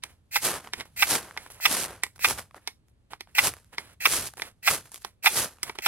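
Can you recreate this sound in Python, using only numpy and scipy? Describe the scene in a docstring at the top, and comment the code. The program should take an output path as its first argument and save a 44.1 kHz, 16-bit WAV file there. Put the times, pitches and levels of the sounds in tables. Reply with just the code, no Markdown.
"""In quiet woods, a knife spine is driven down a spark rod again and again, close to a two-port microphone.
Each stroke grinds: grainy noise shakes the blade's resonances, then spiky bursts ring it at the rod's end.
The sparks are shaped noise that flares, hisses and roars, with short pops and low pushed air.
Short clicks tap the knife back onto the rod, and soft noise slides it into place.
Behind it all lie the hush of the trees and a far hum."""
import sys
import numpy as np
from scipy import signal
from scipy.fft import rfft, irfft, next_fast_len
from scipy.io import wavfile
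from scipy.ndimage import uniform_filter1d

SR = 44100
rng = np.random.default_rng(int(sys.argv[2]) if len(sys.argv) > 2 else 0)


def dump_mix(stems):
    """Bounce the given channels to the path in sys.argv[1] as a 16-bit WAV at rate SR."""
    frames = np.atleast_2d(stems).T  # one column per channel
    limited = np.clip(frames, -1, 1)  # hard clip at full scale
    pcm = np.round(limited * 32767).astype(np.int16)
    wavfile.write(sys.argv[1], SR, pcm)


N = 258867  # length of the scene in samples
# Table levels are relative: each layer adds its own gain. Resonance widths are scaled where they are used.


# Strokes, timed at the snap off the rod's end: (t/s, snap level/dB, chatter length/s, deep share level/dB,
# grinding before the snap/s, grit level at the bite/dB, grit level at the snap/dB,
# bend of the climb: under 1 early, over 1 late)
STROKES = [(.357, -9, .012, -7.5, .045, -60, -29, .6), (1.022, -.5, .0096, -14, .058, -52, -28, .55),
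           (1.652, -2.5, .013, -15, .046, -52, -33, .35), (2.243, -4.5, .014, -13.5, .05, -57, -31, .8),
           (3.382, -3, .013, -15, .031, -39, -30, 3), (4.053, -2.5, .012, -11.5, .047, -42, -32, 2.5),
           (4.674, -3.5, .014, -13, .045, -52, -27, 1.1), (5.258, -3, .02, -13, .03, -52, -29, .6),
           (5.86, -5, .014, -11.5, .038, -45, -33, 1.4)]
# Ways the blade rings, low to high: (f/Hz, width/Hz, level/dB)
BLADE_MODES = [(834, 100, -6), (1240, 160, -7), (1620, 110, -8), (2025, 100, 1), (2450, 170, -.5),
               (2720, 140, -3), (3530, 300, -7), (5450, 300, -11), (8680, 340, -21), (10600, 300, -18),
               (12050, 150, -12)]
# Colour of the torn grit: (f/Hz, level/dB)
GRIT_COLOUR = [(300, -38.5), (1500, -16), (4000, 2.5), (8000, -4), (12000, -9.5), (16000, 5)]
SHAKE_BITE_DB, SHAKE_SNAP_DB = 3.5, -2.5  # blade shake against the grit
SHAKE_BENDS = 1.4  # factor on the bend: the shake climbs later than the grit


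def stroke():
    """The spine tears grit from the rod, which also shakes the blade; at the rod's end it chatters hard."""
    press = pressure(0, 0, 1)
    shaking = pressure(SHAKE_BITE_DB, SHAKE_SNAP_DB, SHAKE_BENDS)
    grit = grainy(spread_db=2.0, grain_s=.0008)
    middle_shake = amp(-3) * unit(filtered(grit, ringing(BLADE_MODES[3:7], 2.5)))
    strong_pair = amp(2) * unit(filtered(grit, ringing(BLADE_MODES[4:6], 2.1)))
    low_shake = amp(-18) * unit(filtered(grit, ringing(BLADE_MODES[:3], 4.2)))
    shake = middle_shake + strong_pair + low_shake
    squeal = unit(filtered(grit, ringing(BLADE_MODES[-1:], 1.6)))
    scrape = amp(7.5) * coloured(grit, GRIT_COLOUR) + amp(-1.5) * squeal
    grind = press * scrape + shaking * shake

    def chatter(t, db, length):
        """A quick start, then a steady level with a soft end at its length."""
        start = 1 - np.exp(-t / 0.0005)
        stop = 1 + np.exp(np.clip((t - length) / 0.0024, -50, 50))
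        return amp(db) * start / stop

    def high_chatter(t, db, length, *_):
        return chatter(t, db + 5, length)

    def deep_chatter(t, db, length, deep_db, *_):
        return chatter(t, db + deep_db + 18, length)

    high = bursts(STROKES, high_chatter, spread_db=7)
    deep = bursts(STROKES, deep_chatter, spread_db=6)
    high_ring = filtered(high, ringing(BLADE_MODES[3:], 1.18))
    return grind + high_ring + filtered(deep, ringing(BLADE_MODES[:3], 1.1))


BITE_S, LET_GO_S = .011, .085  # 60 dB in as the edge bites, 60 dB out after the chatter


def pressure(bite_db, snap_db, bends):
    """The grinding climbs from bite to snap, stays through the chatter and lets go."""
    total = 0
    for s, _, length, _, lead, bite, full, bend in STROKES:
        progress = np.clip((np.arange(N) / SR - s) / lead + 1, 0, 1)
        done = progress ** (bend * bends)
        climb_db = full + snap_db - bite - bite_db
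        hold = swell(s - lead, bite + bite_db, BITE_S, lead + length, LET_GO_S)
        total = total + hold * amp(climb_db * done)
    return total


# Steel touches the rod: (t/s, body level/dB, treble share level/dB, deep share level/dB,
# damping: 1 = usual, more is shorter)
TOUCHES = [(0.037, -10, -12.5, -18, 2), (0.735, -13, -18.5, -17.5, 0.87), (0.801, -21.5, -25, -21, 1.2),
           (0.808, -19.5, -28, -19, 0.51), (1.375, -19, -19, -14.5, 0.76), (2.035, -8.5, -14.5, -23, 0.54),
           (2.675, -16.5, -13, -17.5, 0.45), (3.134, -24, -25, -9, 1.5), (3.208, -20, -17.5, -18.5, 0.82),
           (3.782, -13.5, -26.5, -17, 0.61), (4.379, -34, -11, -6, 1.1), (4.42, -13.5, -16, -19.5, 0.66),
           (5.048, -13, -13.5, -15, 1.7), (5.631, -17, -5, -16, 0.43), (5.696, -17, -53, -6.5, 1.5),
           (5.787, -16.5, -20, -17, 1.1)]
# The padded grip's resonance: (f/Hz, width/Hz, level/dB)
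GRIP_MODE = [(400, 100, 9)]


def taps():
    """A light touch: the edge brushes in, cracks, bounces once and rings shortly, held down by the gloves."""
    def hit(t, damping):
        return (t > 0) * amp(-60 * np.abs(t) * damping / .006)

    def touch(t, damping):
        crack = amp(2) * hit(t, 5 * damping)
        bounce = amp(-6.5) * hit(t - rng.uniform(0.0024, 0.0047), damping)
        ring = amp(-18 - 60 * t * damping / 0.044)
        return crack + hit(t, damping) + bounce + ring

    def body_hit(t, db, treble_db, deep_db, damping):
        return amp(db + 6) * touch(t, damping)

    def deep_hit(t, db, treble_db, deep_db, damping):
        return amp(db + deep_db + 24) * touch(t, damping)

    def treble_hit(t, db, treble_db, deep_db, damping):
        return amp(db + treble_db + 5) * touch(t, damping)

    lead_s, brush_db = .014, -24 + 6.5  # the brush grows until the touch

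    def brush_in(t, db):
        return amp(db + brush_db - 1400 * (lead_s - t)) * (t < lead_s)

    def bright(hz):
        return amp(along(HISS_COLOUR, hz)) + amp(0.5) * ringing(BLADE_MODES[-3:], 1.5)(hz)

    body = bursts(TOUCHES, body_hit)
    deep = bursts(TOUCHES, deep_hit)
    treble = bursts(TOUCHES, treble_hit)
    brush = bursts([(s - lead_s, db) for s, db, *_ in TOUCHES], brush_in)
    steel = filtered(body, ringing(BLADE_MODES[3:8], 3.2))
    steel = steel + filtered(brush, ringing(BLADE_MODES[4:8], 6.9)) + filtered(treble, bright)
    deep_steel = filtered(deep, ringing(BLADE_MODES[:3], 3.5))
    grip = amp(-18) * filtered(deep, ringing(GRIP_MODE, 0.98))
    return steel + deep_steel + grip


# Knife and gloves slide: (t/s at the end of the rise, hiss level/dB, 60 dB rise/s, hold/s, 60 dB fall/s,
# rub level against the hiss/dB)
SLIDES = [(.046, -56, .03, .004, .12, 7), (.098, -64.5, .07, .004, .2, 7), (.745, -56, .03, .04, .1, 4),
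          (.797, -50, .08, .015, .08, 9), (.854, -59.5, .02, .002, .18, 3), (.945, -73, .15, .01, .05, -6),
          (1.385, -57, .03, .09, .1, 4), (1.505, -47, .02, .004, .18, -6), (1.55, -60, .1, .045, .1, 2.5),
          (2.045, -52, .03, .004, .17, .4), (2.16, -53, .02, .003, .05, -3), (2.62, -71, .1, .04, .1, 3),
          (2.685, -60, .03, .004, .19, -1.5), (2.886, -71, .06, .003, .14, -8),
          (3.108, -62, .02, .03, .1, 12), (3.215, -67, .03, .004, .12, .4), (3.285, -80, .04, .01, .15, 16),
          (3.315, -77, .1, .03, .05, -3), (3.66, -75, .05, .06, .1, -3), (3.73, -60, .03, .018, .09, 9),
          (3.792, -50, .03, .004, .2, 3), (3.85, -66, .15, .087, .065, 8),
          (4.372, -49, .02, .04, .05, -2.5), (4.43, -52, .03, .05, .12, 4),
          (5.056, -52, .03, .004, .16, 2.5), (5.595, -73, .05, .03, .05, 1.5), (5.64, -59, .03, .03, .1, 4),
          (5.678, -52, .12, .016, .14, 8), (5.753, -59, .02, .002, .075, 12),
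          (5.795, -54, .03, .003, .1, 3)]
# Colour of rubbing cloth and gloves: (f/Hz, level/dB)
RUB_COLOUR = [(200, -6.5), (800, -6), (2200, -6.5), (3500, -10.5), (6000, -17.5)]


def slide():
    """The knife is drawn back lightly and whispers in its top modes; cloth and gloves rustle."""
    level = sum(swell(*row[:-1]) for row in SLIDES)
    rub = sum(swell(s, db + rub_db, *times) for s, db, *times, rub_db in SLIDES)
    grit = grainy(spread_db=5.2, grain_s=0.00084)
    whine = unit(filtered(grit, ringing(BLADE_MODES[-2:], 1.6)))
    cloth = grainy(spread_db=2, grain_s=.001)
    whisper = amp(-1.3) * coloured(grit, HISS_COLOUR) + amp(-5) * whine
    return level * whisper + rub * amp(0.5) * coloured(cloth, RUB_COLOUR)


# Short pops and ticks: sparks, gloves, cracks within the snaps: (t/s, level/dB, treble share level/dB)
SHORT_POPS = [(0.371, -22, -15.5), (0.432, -22.5, -9), (0.477, -16, -12), (0.537, -18.5, -25),
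              (0.599, -34.5, -19), (0.642, -33, -20), (0.646, -33, -18), (0.659, -33, -20),
              (0.672, -24, -25), (0.687, -36, -25), (0.855, -38, -15), (0.961, -40, -6), (1.284, -33, -24),
              (1.309, -28, -24), (1.365, -25.5, -32), (1.462, -26, -28), (1.501, -32.5, -11),
              (1.6, -32.5, -20), (1.834, -24, -3.5), (1.849, -25, -6), (1.919, -38, -23), (2.065, -30, -9),
              (2.159, -44.5, -2), (2.179, -42, -12), (2.192, -27.5, -19.5), (2.246, -9, -18.5),
              (2.339, -39.5, -16), (2.388, -23, -24), (2.509, -38.5, -22), (2.544, -28.5, -29),
              (2.578, -34, -33.5), (2.883, -58, -3), (3.272, -40, -32), (3.398, -13.5, -12),
              (3.471, -18, -16), (3.517, -36, -7), (3.537, -27, -11), (3.566, -35.5, -12),
              (3.585, -41, -14), (3.644, -52, -4), (3.737, -34.5, -16), (4.071, -14, -9),
              (4.269, -26, -21.5), (4.286, -29.5, -15), (4.336, -32.5, -10), (4.37, -29.5, -13.5),
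              (4.396, -20, -22), (4.711, -15, -5.5), (4.855, -35.5, -25), (4.917, -39, -0.5),
              (4.943, -31, -1.5), (4.958, -35, -1.5), (4.976, -40, -4.5), (5.019, -46.5, -3),
              (5.245, -17, -18), (5.444, -25, -2.5), (5.584, -40.5, -14.5), (5.754, -31, -28)]
# Colour of the hiss, also used for bright cracks and the slide: (f/Hz, level/dB)
HISS_COLOUR = [(800, -27.5), (2500, -7), (5000, -2.5), (9000, -2), (13000, -1), (16000, -4.5)]
# Colour of the flame's roar: (f/Hz, level/dB)
ROAR_COLOUR = [(40, -33.5), (110, -7), (400, -0.5), (1500, -2.5), (3000, -16.5), (6000, -38)]
# Colour of the dull part of a pop: (f/Hz, level/dB)
KNOCK_COLOUR = [(120, -27.5), (450, -7), (1100, -3.5), (2300, -8.5), (4000, -20.5), (7000, -35)]
FLICKER_DB, FLICKER_S = 1.2, .012  # the flame burns unevenly: spread, and smoothing time


def sparks():
    """Burning metal hisses, roars and crackles as noise; short noise bursts pop with a quick swell."""
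    level, roar, _ = fire_levels()
    fire = grainy(spread_db=1.5, grain_s=0.0017)
    # about 200 specks a second, each fading 60 dB in 9 ms but cut off after 200 samples
    specks = (rng.random(N) < 200 / SR) * amp(3.2 * rng.standard_normal(N))
    fade = amp(-60 * np.arange(200) / SR / 0.009)
    lives = signal.fftconvolve(specks, fade)[:N]
    crackle = unit(np.abs(lives) * rng.standard_normal((2, N)))
    wander = unit(uniform_filter1d(rng.standard_normal(N), round(FLICKER_S * SR)))
    flicker = amp(FLICKER_DB * wander)
    fire = unit(flicker * fire + amp(-6) * crackle)
    hiss = level * amp(4.5) * coloured(fire, HISS_COLOUR)
    flare = hiss + roar * amp(1.5) * coloured(fire, ROAR_COLOUR)
    swell_s = .0016

    def pop(t, t60):
        """A quick swell, then the fade."""
        return amp(np.where(t < swell_s, -30 * (1 - t / swell_s), -60 * (t - swell_s) / t60))

    def dull_pop(t, db, treble_db):
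        return amp(db + 6.5) * pop(t, .011)

    def sharp_pop(t, db, treble_db):
        return amp(db + treble_db + 9) * pop(t, 0.0037)

    dull = filtered(bursts(SHORT_POPS, dull_pop), lambda hz: amp(along(KNOCK_COLOUR, hz)))
    sharp = filtered(bursts(SHORT_POPS, sharp_pop), lambda hz: amp(along(HISS_COLOUR, hz)))
    return flare + dull + sharp


# Showers of sparks: (t/s at the end of the rise, hiss level/dB, 60 dB rise/s, burn/s,
# change of the hiss over the burn/dB, 60 dB fall/s, roar level against the hiss/dB,
# change of the roar over the burn/dB, embers level/dB, their 60 dB fall/s,
# their roar level against their hiss/dB, pushed air level/dB)
SHOWERS = [(.453, -23, .115, .08, -20, .2, -7, -11, -68, .35, 3, -48),
           (1.105, -28.5, .27, .048, .4, .12, -8, 3, -46.5, .7, 4, -46),
           (1.723, -29, .3, .13, -8, .04, -5, -12, -48, .35, 4, -46),
           (2.299, -29, .33, .012, -2, .14, -6.5, -1.5, -62, .5, 3, -41),
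           (3.443, -28, .27, .04, -2.5, .055, -6.5, -2.5, -45, .32, -1.5, -43),
           (4.133, -25, .3, .14, -22, .03, -10, -16, -54, .35, -10, -43),
           (4.708, -29.5, .15, .035, -1.5, .17, -8, 1.5, -70, .35, -6, -42),
           (5.385, -26, .4, .065, -13, .15, -8.5, -8, -52, .4, .6, -44)]
# Late sparks spit: (t/s at the end of the rise, hiss level/dB, 60 dB rise/s, burn/s, 60 dB fall/s,
# roar level against the hiss/dB)
LATE_SPARKS = [(.56, -45, .1, .01, .18, 3), (.645, -62, .05, .035, .15, 7), (1.9, -58, .1, .03, .25, 9),
               (2.387, -41, .07, .002, .135, .4), (2.56, -60, .04, .004, .14, 8),
               (4.272, -35, .06, .002, .04, -18), (4.856, -57, .04, .002, .2, -4),
               (4.922, -53, .03, .045, .13, -12), (5.018, -58, .06, .012, .03, -19)]
# The arms stir the air: (t/s, level/dB)
ARM_STIR = [(0, -66), (.08, -57), (.3, -70), (.6, -54), (1.5, -56), (2.4, -57), (2.8, -74), (4.3, -60),
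            (4.6, -80), (5.87, -66)]
ROAR_RISES = .75  # rise time of a shower's roar against that of its hiss
AIR_LAG_S, AIR_RISE_S, AIR_FALL_S = .015, .35, .28  # pushed air: delay, 60 dB rise, 60 dB fall
AIR_DROOPS = .6  # its change over the burn against that of the roar


def fire_levels():
    """Gains of hiss, roar and pushed air; the hiss and roar of a shower start at the snap before its peak."""
    time = np.arange(N) / SR
    hiss, roar = 0, 0
    push = amp(np.interp(time, *np.transpose(ARM_STIR)))
    for (s, db, rise, burn, droop, fall, roar_db, roar_droop,
         ember_db, ember_fall, ember_roar_db, air_db) in SHOWERS:
        lit = time > max(row[0] for row in STROKES if row[0] < s)
        embers = swell(s + burn, ember_db, rise, 1 / SR, ember_fall)
        flame = swell(s, db + roar_db, rise * ROAR_RISES, burn, fall, roar_droop)
        hiss = hiss + lit * (swell(s, db, rise, burn, fall, droop) + embers)
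        roar = roar + lit * (flame + amp(ember_roar_db) * embers)
        push = push + swell(s + AIR_LAG_S, air_db, AIR_RISE_S, burn, AIR_FALL_S, AIR_DROOPS * roar_droop)
    for s, db, rise, burn, fall, roar_db in LATE_SPARKS:
        hiss = hiss + swell(s, db, rise, burn, fall)
        roar = roar + swell(s, db + roar_db, rise, burn, fall)
    return hiss, roar, push


# Time each frequency takes to die by 60 dB among lean-to and trunks: (f/Hz, fade/s)
SHELTER_FADE = [(300, 0.04), (3000, 0.15), (12000, 0.18)]


def shelter(x):
    """The lean-to and the trunks answer briefly, each frequency dying at its own speed."""
    hz, t, grid = signal.stft(rng.standard_normal((2, SR // 4)), SR, nperseg=256)
    fade = amp(-60 * t / along(SHELTER_FADE, hz)[:, None])
    tail = signal.istft(grid * fade, SR, nperseg=256)[1]
    delayed = np.pad(x, (200, 0))[None]  # 200 samples late
    return signal.fftconvolve(delayed, tail / np.linalg.norm(tail[0]), axes=1)[:, :N]


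# Colour of the low pushed air: (f/Hz, level/dB)
PUFF_COLOUR = [(25, -38), (42, -8), (65, 5), (120, 2), (220, -8), (400, -29.5)]
# Colour of the hush of the trees: (f/Hz, level/dB)
WOODS_COLOUR = [(25, -16), (55, -6), (95, -2), (400, -19), (1200, -33), (4250, -33), (5300, -42),
                (8400, -39), (16000, -50)]
# A far, wavering hum: (f/Hz, width/Hz, level/dB)
HUM_MODES = [(66, 39, -0.5), (118.6, 7.5, -1.5)]
# Stereo image of the woods by frequency: the top treble is opposite in left and right:
# (f/Hz, likeness 0-1, left lead/rad, left minus right level/dB)
WOODS_STEREO = [(60, .9, 0.01, 0.01), (300, .5, -.3, -.3), (1000, .25, -1.1, -1.5), (5000, .6, -2.3, -2.5),
                (8500, .5, -.1, -.5), (10300, .98, 0, 0), (13000, .97, 3.1, 0)]


def air():
    """Flame and arm push low air, over the hush of the trees and a far hum, all shaped noise."""
    *_, level = fire_levels()
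    puff = level * amp(-4.73) * coloured(grainy(spread_db=3, grain_s=0.064), PUFF_COLOUR)
    hush = amp(-69.5) * coloured(rng.standard_normal((2, N)), WOODS_COLOUR)
    hum = amp(-66) * unit(filtered(rng.standard_normal((2, N)), ringing(HUM_MODES, 1)))
    return stereo_image(puff, SPARKS_STEREO) + stereo_image(hush + hum, WOODS_STEREO)


def amp(db):
    """Decibels to a plain gain."""
    return 10 ** (np.asarray(db) / 20)


def unit(x):
    """x scaled to an average (rms) level of 1."""
    return x / np.sqrt(np.mean(x ** 2) + 1e-20)


def along(points, hz, order=1):
    """One column of a table read on a log-frequency axis."""
    columns = np.transpose(points)
    return np.interp(np.log(hz + 1), np.log(columns[0] + 1), columns[order])


def filtered(x, response):
    """x times a complex response of frequency."""
    m = next_fast_len(N + SR // 4)
    return irfft(rfft(x, m) * response(np.fft.rfftfreq(m, 1 / SR)), m)[..., :N]


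def ringing(modes, widen):
    """Response of a set of resonances with alternating signs; a wider one dies sooner."""
    def response(f):
        total = 0
        for k, (centre, width, db) in enumerate(modes):
            loss = 1j * f * width * widen
            total = total + (-1) ** k * amp(db) * loss / (centre * centre - f * f + loss)
        return total
    return response


def grainy(spread_db, grain_s):
    """Two unrelated noises under one jumpy gain: dense grains."""
    jumps = unit(uniform_filter1d(rng.standard_normal(N), max(1, round(grain_s * SR))))
    return unit(amp(spread_db * jumps) * rng.standard_normal((2, N)))


def coloured(x, spectrum):
    """x in the given colour, rms 1."""
    return unit(filtered(x, lambda hz: amp(along(spectrum, hz))))


def bursts(events, shape, spread_db=0):
    """Noise bursts of 50 ms at the rows' times; shape gives a row's envelope, the spread makes it spiky."""
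    out, t = np.zeros((2, N + SR)), np.arange(SR // 20) / SR
    for row in events:
        start = round(row[0] * SR)
        spikes = amp(spread_db * rng.standard_normal(len(t)))
        noise = unit(spikes * rng.standard_normal((2, len(t))))
        out[:, start:start + len(t)] += shape(t, *row[1:]) * noise
    return out[:, :N]


STEP = 16  # samples that share one gain


def swell(s, db, rise_s, hold_s, fall_s, droop_db=0):
    """Gain per sample: it rises to db at s, changes by droop_db while it holds, then falls."""
    t = np.arange(0, N + STEP, STEP) / SR - s
    rise_db = 60 * np.minimum(t, 0) / rise_s
    hold_db = droop_db * np.clip(t / hold_s, 0, 1)
    fall_db = -60 * np.maximum(t - hold_s, 0) / fall_s
    return np.repeat(amp(db + rise_db + hold_db + fall_db), STEP)[:N]


def stereo_image(pair, image):
    """Left and right share the first row, lagged against each other; the second row makes them differ."""
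    def response(hz):
        turn = np.arccos(np.clip(along(image, hz), 0, 1)) / 2
        half = np.exp(.5j * along(image, hz, order=2)) * amp(along(image, hz, order=3) / 2)
        left = [np.cos(turn) * half, np.sin(turn) * half]
        right = [np.cos(turn) / half, -np.sin(turn) / half]
        return np.array([left, right])
    return filtered(pair[None], response).sum(axis=1)


# Stereo image of the hands by frequency: the top treble is opposite in left and right:
# (f/Hz, likeness 0-1, left lead/rad, left minus right level/dB)
HANDS_STEREO = [(300, .8, -.4, -6), (900, .9, -.2, -7), (2400, .93, -1.3, -2), (4200, .75, -2.6, -3),
                (6200, .8, -2.9, -5), (7600, .8, -1.5, -4), (8800, .88, -.4, -2), (9600, .98, 0, -.5),
                (10900, .98, .1, -.5), (11800, .88, 1.5, -.5), (13000, .96, 2.95, -.3),
                (13800, .995, 3.14, 0), (14800, .99, 3.14, 0), (15500, .8, 3.14, 0)]
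# Stereo image of the sparks by frequency: the top treble is opposite in left and right:
# (f/Hz, likeness 0-1, left lead/rad, left minus right level/dB)
SPARKS_STEREO = [(300, .96, -.05, -.5), (1700, .95, -.1, -.3), (3100, .75, -.2, -1), (4200, .5, -.3, -1.6),
                 (5200, .45, -1.1, -3.5), (7600, .65, -1.6, -3), (8600, .85, -.5, -1.5),
                 (9200, .99, 0, -.1), (10900, .995, 0, 0), (11900, .8, 1.5, 0), (13000, .97, 3.05, 0),
                 (13600, .998, 3.14, 0), (14800, .998, 3.14, 0), (15500, .95, 3.14, 0)]


def scene():
    """Knife and hands with the knife's brief echo, then sparks and air, each with its stereo image."""
    knife = stroke() + taps()
    near = knife + slide() + amp(-16.5) * shelter(knife[0])
    return stereo_image(near, HANDS_STEREO) + stereo_image(sparks(), SPARKS_STEREO) + air()


def record(dry):
    """The loudest peaks are rounded off; then the treble is cut steeply at the band limit."""
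    ceiling, top_hz, edge_hz = .95, 15900, 35
    rounded = dry / (1 + np.abs(dry / ceiling) ** 6) ** (1 / 6)
    return filtered(rounded, lambda hz: .5 - .5 * np.tanh((hz - top_hz) / (2 * edge_hz)))


dry = scene()
out = record(dry)
dump_mix(out)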